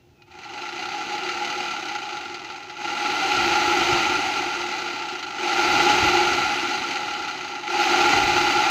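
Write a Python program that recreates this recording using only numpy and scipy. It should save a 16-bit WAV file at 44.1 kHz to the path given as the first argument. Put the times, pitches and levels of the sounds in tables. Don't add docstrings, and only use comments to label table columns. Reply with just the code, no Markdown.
import sys
import numpy as np
from scipy import signal
from scipy.fft import rfft, irfft, next_fast_len
from scipy.io import wavfile
from scipy.ndimage import uniform_filter1d, map_coordinates

SR = 44100
rng = np.random.default_rng(int(sys.argv[2]) if len(sys.argv) > 2 else 0)


def dump_mix(stems):
    frames = np.atleast_2d(stems).T
    limited = np.clip(frames, -1, 1)
    pcm = np.round(limited * 32767).astype(np.int16)
    wavfile.write(sys.argv[1], SR, pcm)


N = 383669
TIME = np.arange(N) / SR
REFERENCE_HZ = 400

# t/s, f/Hz, level/dB
START_SQUEAL = [(0, 2760, -62.5), (.1, 2700, -79), (.16, 2570, -65), (.22, 2490, -53.5), (.3, 2570, -66.5)]
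# f/Hz, level/dB
START_HUM = [(134, -68), (350, -58)]
# f/Hz, level/dB
ROOM_SPECTRUM = [(20, -36), (50, -18), (85, -7.5), (130, -6.5), (200, -16), (350, -13), (560, -26),
                 (800, -19), (1140, -34), (2600, -31), (6500, -38), (8500, -50), (13800, -49), (15000, -41)]
# f/Hz, bandwidth/Hz, level/dB above the trend
HOUSING_MODES = [(313.3, 54, 22.5), (353.5, 9.2, 33), (382, 5.4, 26), (722, 22, 25), (780, 23, 31),
                 (834.8, 25.6, 35.5), (1224, 54, 20), (1381, 55.6, 31), (1997, 91, 16.5), (2454, 84, 10),
                 (2688, 170, 8), (2806, 22, 15.5), (3013, 150, 8.5), (3140, 24, 6), (4125, 320, 14.5),
                 (4566, 41, 17), (4700, 68, 18), (4933, 89, 19.5), (5225, 99, 21.5), (6130, 114, 12),
                 (6544, 55, 8.5), (6980, 79, 4.5), (7700, 93, 9.5), (8650, 50, -8), (12382, 166, 0)]
# f/Hz, level/dB
HOUSING_TREND = [(40, -55), (190.0, -35.5), (520.0, -34.5), (1050.0, -35), (1780.0, -30.5), (2300.0, -19.5),
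                 (3600.0, -26), (4800.0, -34.5), (5050.0, -46), (5700.0, -32), (6700.0, -31),
                 (8100.0, -46.5), (10000.0, -51), (13900.0, -53), (14700.0, -50)]
# f/Hz, level/dB
SWITCH_SPECTRUM = [(300, -21), (1400, -4), (2300, 0), (4200, 5), (6000, -5), (9000, -6)]
CLACK_SPECTRUM = [(100, 6), (350, -3), (830, -4.5), (1400, 1.5), (2500, 0.5), (4500, 2.5), (7000, 0),
                  (15000, 1.5)]
GRIND_SPECTRUM = [(100, -2.5), (350, 4), (560, -0.7), (830, 2.9), (1400, -0.3), (2500, -0.57), (4500, -2),
                  (7000, 0.6), (15000, -2.3)]
SNAP_SPECTRUM = [(300, -40), (1400, 1), (2300, 12), (4200, -1), (6000, 8), (9000, -8)]
# pressed t/s, released t/s, limiting rotor f/Hz, spin-up time constant/s
TRIGGER_PULLS = [(.272, 1.603, 226.5, .73), (2.747, 3.875, 387, .529), (5.356, 5.96, 447.5, .303),
                 (7.66, 8.132, 453, .19)]
# t/s, level/dB
SLACK_BLOWS = [(.374, -36.5), (.435, -25), (.612, -35), (.699, -36), (.78, -26), (1.375, -25), (1.606, -21),
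               (1.96, -23), (1.988, -24), (2.029, -25), (2.302, -35), (2.803, -27), (4.538, -27),
               (4.782, -24), (6.971, -19), (7.678, -18.5), (8.092, -23)]
# t/s, level/dB
RESONANCE_GAIN = [(.58, 2), (.8, 0.2), (3.5, -0.6), (4.9, 0.4), (6.9, -.5), (8.0, 2)]
# f/Hz, level/dB
VENT_SPECTRUM = [(500, -12), (3000, -6), (7500, 9), (9500, -0.5), (13900, -6), (14700, 4), (16000, 2)]
WIND_SPECTRUM = [(15, -30), (30, -10), (50, -4), (90, -1.5), (150, -2), (260, -22), (600, -14),
                 (2000, -70)]
# t/s, duration/s, level/dB
AIR_PUFFS = [(3.43, 0.15, -41), (3.93, 0.072, -35), (5.72, 0.13, -41), (6.05, 0.091, -32.5),
             (8.29, .1, -38)]
# t/s, level/dB
HAND_SWAY = [(0.45, -3.5), (.8, -2), (1.45, 0), (2.3, -0.8), (2.7, -0.5), (4.2, 0.5), (5.4, 0.1),
             (6.3, 0.8), (7.6, -0.2), (8.4, 0.36), (8.7, 3)]


def amp(db):
    return 10 ** (np.asarray(db) / 20)


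def unit(x):
    return x / np.sqrt(np.mean(x ** 2) + 1e-20)


def curve(rows, column=1):
    rows = np.asarray(rows, float)
    return np.interp(TIME, rows[:, 0], rows[:, column])


def spectrum(points, hz):
    f, db = np.transpose(points)
    return np.interp(np.log(hz + 1), np.log(f + 1), db)


def drift(per_s):
    return unit(map_coordinates(rng.standard_normal(N // 10), [TIME * per_s], order=2, mode="wrap"))


def start_up(fade_s=0.45):
    phase = 2 * np.pi * np.cumsum(curve(START_SQUEAL)) / SR + 0.63 * drift(per_s=116)
    squeal = amp(curve(START_SQUEAL, column=2)) * np.sin(phase)
    hum = sum(amp(db) * np.sin(2 * np.pi * hz * TIME + .5 * drift(per_s=24)) for hz, db in START_HUM)
    return (squeal + hum) * np.clip(2 * (1 - TIME / fade_s), 0, 1)


def noise(points):
    size = next_fast_len(N)
    gain = amp(spectrum(points, np.fft.rfftfreq(size, 1 / SR)))
    return unit(irfft(rfft(rng.standard_normal(size)) * gain, size)[:N])


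def room(x, wet_db=-15.0, t60_s=0.12, size=16000):
    t = TIME[:size]
    reflections = rng.choice([-1, 1], size) * (rng.random(size) < 2000 / SR) * (t > .003)
    tail = reflections * amp(-60 * t / t60_s)
    return x + amp(wet_db) * signal.oaconvolve(x, tail / np.linalg.norm(tail))[:N]


def switch(at_s=.22, decay_s=0.005, level_db=-41):
    burst = (TIME > at_s) * np.exp(-abs(TIME - at_s) / decay_s)
    return amp(level_db) * housing(burst * rng.standard_normal(N), SWITCH_SPECTRUM)


def housing(force, colour, size=8192):
    hz = abs(np.fft.fftfreq(size, 1 / SR))
    peaks = sum(amp(db) ** 2 / (1 + (2 * (hz - f) / width) ** 2) for f, width, db in HOUSING_MODES)
    gain = amp(spectrum(HOUSING_TREND, hz) + spectrum(colour, hz)) * np.sqrt(1 + peaks)
    minimum_phase = np.exp(np.conj(signal.hilbert(np.log(gain))))
    ring = np.fft.ifft(minimum_phase).real[:size // 2]
    return signal.oaconvolve(force, ring / np.linalg.norm(ring))[:N]


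def motor_speed(creep_hz=10.0, friction_hz_per_s=107.4, drag_hz=340, smooth_s=.07):
    speed = np.full(N, creep_hz)
    for pressed, released, top_hz, spin_up_s in TRIGGER_PULLS:
        start = round(pressed * SR)
        t = TIME[start:]
        held_s = np.minimum(t, released) - pressed
        energy_deficit = (top_hz ** 2 - speed[start] ** 2) * np.exp(-held_s / spin_up_s)
        driven = np.sqrt(top_hz ** 2 - energy_deficit)
        braking = friction_hz_per_s * np.maximum(t - released, 0) / drag_hz
        speed[start:] = drag_hz * np.tan(np.maximum(np.arctan(driven / drag_hz) - braking, 0))
    return uniform_filter1d(np.maximum(speed, 1), size=round(smooth_s * SR))


def coasting(speed):
    return uniform_filter1d(1. * (np.gradient(speed) < 0), size=6000)


def chatter(per_s, spread_db):
    size = amp(spread_db * np.minimum(rng.exponential(1, N), 4))
    return unit(size * rng.choice([-1, 1], N) * (rng.random(N) < per_s / SR))


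def rod(strokes, lead=0.097, slap_lag=0.242, rise_s=0.0013, decay_s=0.013, uneven_db=2.1):
    blows = np.zeros(N)
    for offset, db in [(0, 0), (.5, 1), (slap_lag, -12), (.5 + slap_lag, -12)]:
        at = np.flatnonzero(np.diff(np.floor(strokes + lead - offset)) > 0)
        blows[at] += amp(db + uneven_db * rng.standard_normal(N // 100)[:len(at)])
    t = TIME[:SR // 10]
    burst = signal.oaconvolve(blows, (1 - np.exp(-t / rise_s)) * np.exp(-t / decay_s))[:N]
    burst /= np.sqrt(abs(uniform_filter1d(burst ** 2, size=13000)) + 1e-3)
    return housing(burst * chatter(per_s=9000, spread_db=1.0), CLACK_SPECTRUM)


def gears(turns, throb=0.25, waver_db=0.93):
    pressure = (1 + throb * np.cos(2 * np.pi * turns)) * amp(waver_db * drift(per_s=110))
    return housing(unit(pressure * chatter(per_s=6000, spread_db=2.0)), GRIND_SPECTRUM)


def shake_db(speed, db_per_octave=6.5, rattle_hz=306, rattle_span_hz=19, slow_hz=131.0):
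    running = -21 + db_per_octave * np.log2(speed / REFERENCE_HZ) - 0.58 * coasting(speed)
    rattle = 2.5 / (1 + np.exp((rattle_hz - speed) / rattle_span_hz))
    build_up = 22.5 * np.minimum(TIME - 0.57, 0)
    wander = .5 * np.minimum(slow_hz / speed, 2) * drift(per_s=18)
    return running + rattle + build_up + wander


def mechanism(speed, turns, gear_ratio=10.6, crossover_hz=189.0, gentle_hz=126.0):
    firmness = speed ** 2 / (speed ** 2 + gentle_hz ** 2)
    clack_share = firmness / (1 + (speed / crossover_hz) ** 2)
    clacks = np.sqrt(clack_share) * rod(turns / gear_ratio)
    grinding = np.sqrt(1 - clack_share) * gears(turns)
    return amp(shake_db(speed)) * (clacks + grinding)


def resonance_swell(x, centre_hz=840.0, width_hz=150.0):
    band = signal.lfilter(*signal.iirpeak(centre_hz, centre_hz / width_hz, fs=SR), x)
    return x + (amp(curve(RESONANCE_GAIN)) - 1) * band


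def snaps(rise_s=0.00066, decay_s=0.0025):
    burst = sum(amp(db) * np.clip((TIME - s) / rise_s, 0, 1) * np.exp(-abs(TIME - s) / decay_s)
                for s, db in SLACK_BLOWS)
    return housing(burst * rng.standard_normal(N), SNAP_SPECTRUM)


def whine(speed, turns, order=36, blur_rad=.95, flicker_db=3.0):
    phase = 2 * np.pi * order * turns + blur_rad * drift(per_s=410)
    level_db = -58 - coasting(speed) + flicker_db * drift(per_s=35)
    return amp(level_db) * (speed / REFERENCE_HZ) ** 1.5 * np.sin(phase)


def rotor_hum(speed, turns, level_db=-38.0):
    phase = 2 * np.pi * turns + .4 * drift(per_s=30)
    return amp(level_db) * (speed / REFERENCE_HZ) ** 3 * np.sin(phase)


def gear_tone(speed, turns, order=2.46, plate_hz=503.0, width_hz=89.0):
    mesh_hz = order * speed
    resonance = 1 / np.hypot(1, 2 * (mesh_hz - plate_hz) / width_hz)
    low_cut = np.minimum(mesh_hz / plate_hz, 1) ** 2
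    phase = 2 * np.pi * order * turns + 0.59 * drift(per_s=30)
    return amp(-47 - 3 * coasting(speed)) * resonance * low_cut * np.sin(phase)


def vents(speed, level_db=-47.5):
    return amp(level_db) * (speed / REFERENCE_HZ) ** 2.2 * noise(VENT_SPECTRUM)


def draught(speed, level_db=-41.0, lag_s=0.12, lumpy_db=2.0):
    pole = np.exp(-1 / (lag_s * SR))
    flow = signal.lfilter([1 - pole], [1, -pole], speed) / REFERENCE_HZ
    steady = amp(level_db + lumpy_db * drift(per_s=25)) * flow ** 4
    puffs = sum(amp(db) * np.exp(-(2 * (TIME - s) / length) ** 2) for s, length, db in AIR_PUFFS)
    return np.hypot(steady, puffs) * noise(WIND_SPECTRUM)


def scene():
    speed = motor_speed()
    turns = np.cumsum(speed) / SR
    saw = resonance_swell(mechanism(speed, turns)) + snaps() + switch()
    saw += whine(speed, turns) + rotor_hum(speed, turns) + gear_tone(speed, turns)
    saw += vents(speed) + start_up()
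    saw *= amp(curve(HAND_SWAY))
    return (room(saw) + draught(speed) + amp(-57.5) * noise(ROOM_SPECTRUM))[None]


def record(dry, cutoff_hz=15550):
    low_pass = signal.firwin(801, cutoff_hz, window=("kaiser", 9), fs=SR)
    return signal.oaconvolve(dry, low_pass[None], "same")


dry = scene()
out = record(dry)
dump_mix(out)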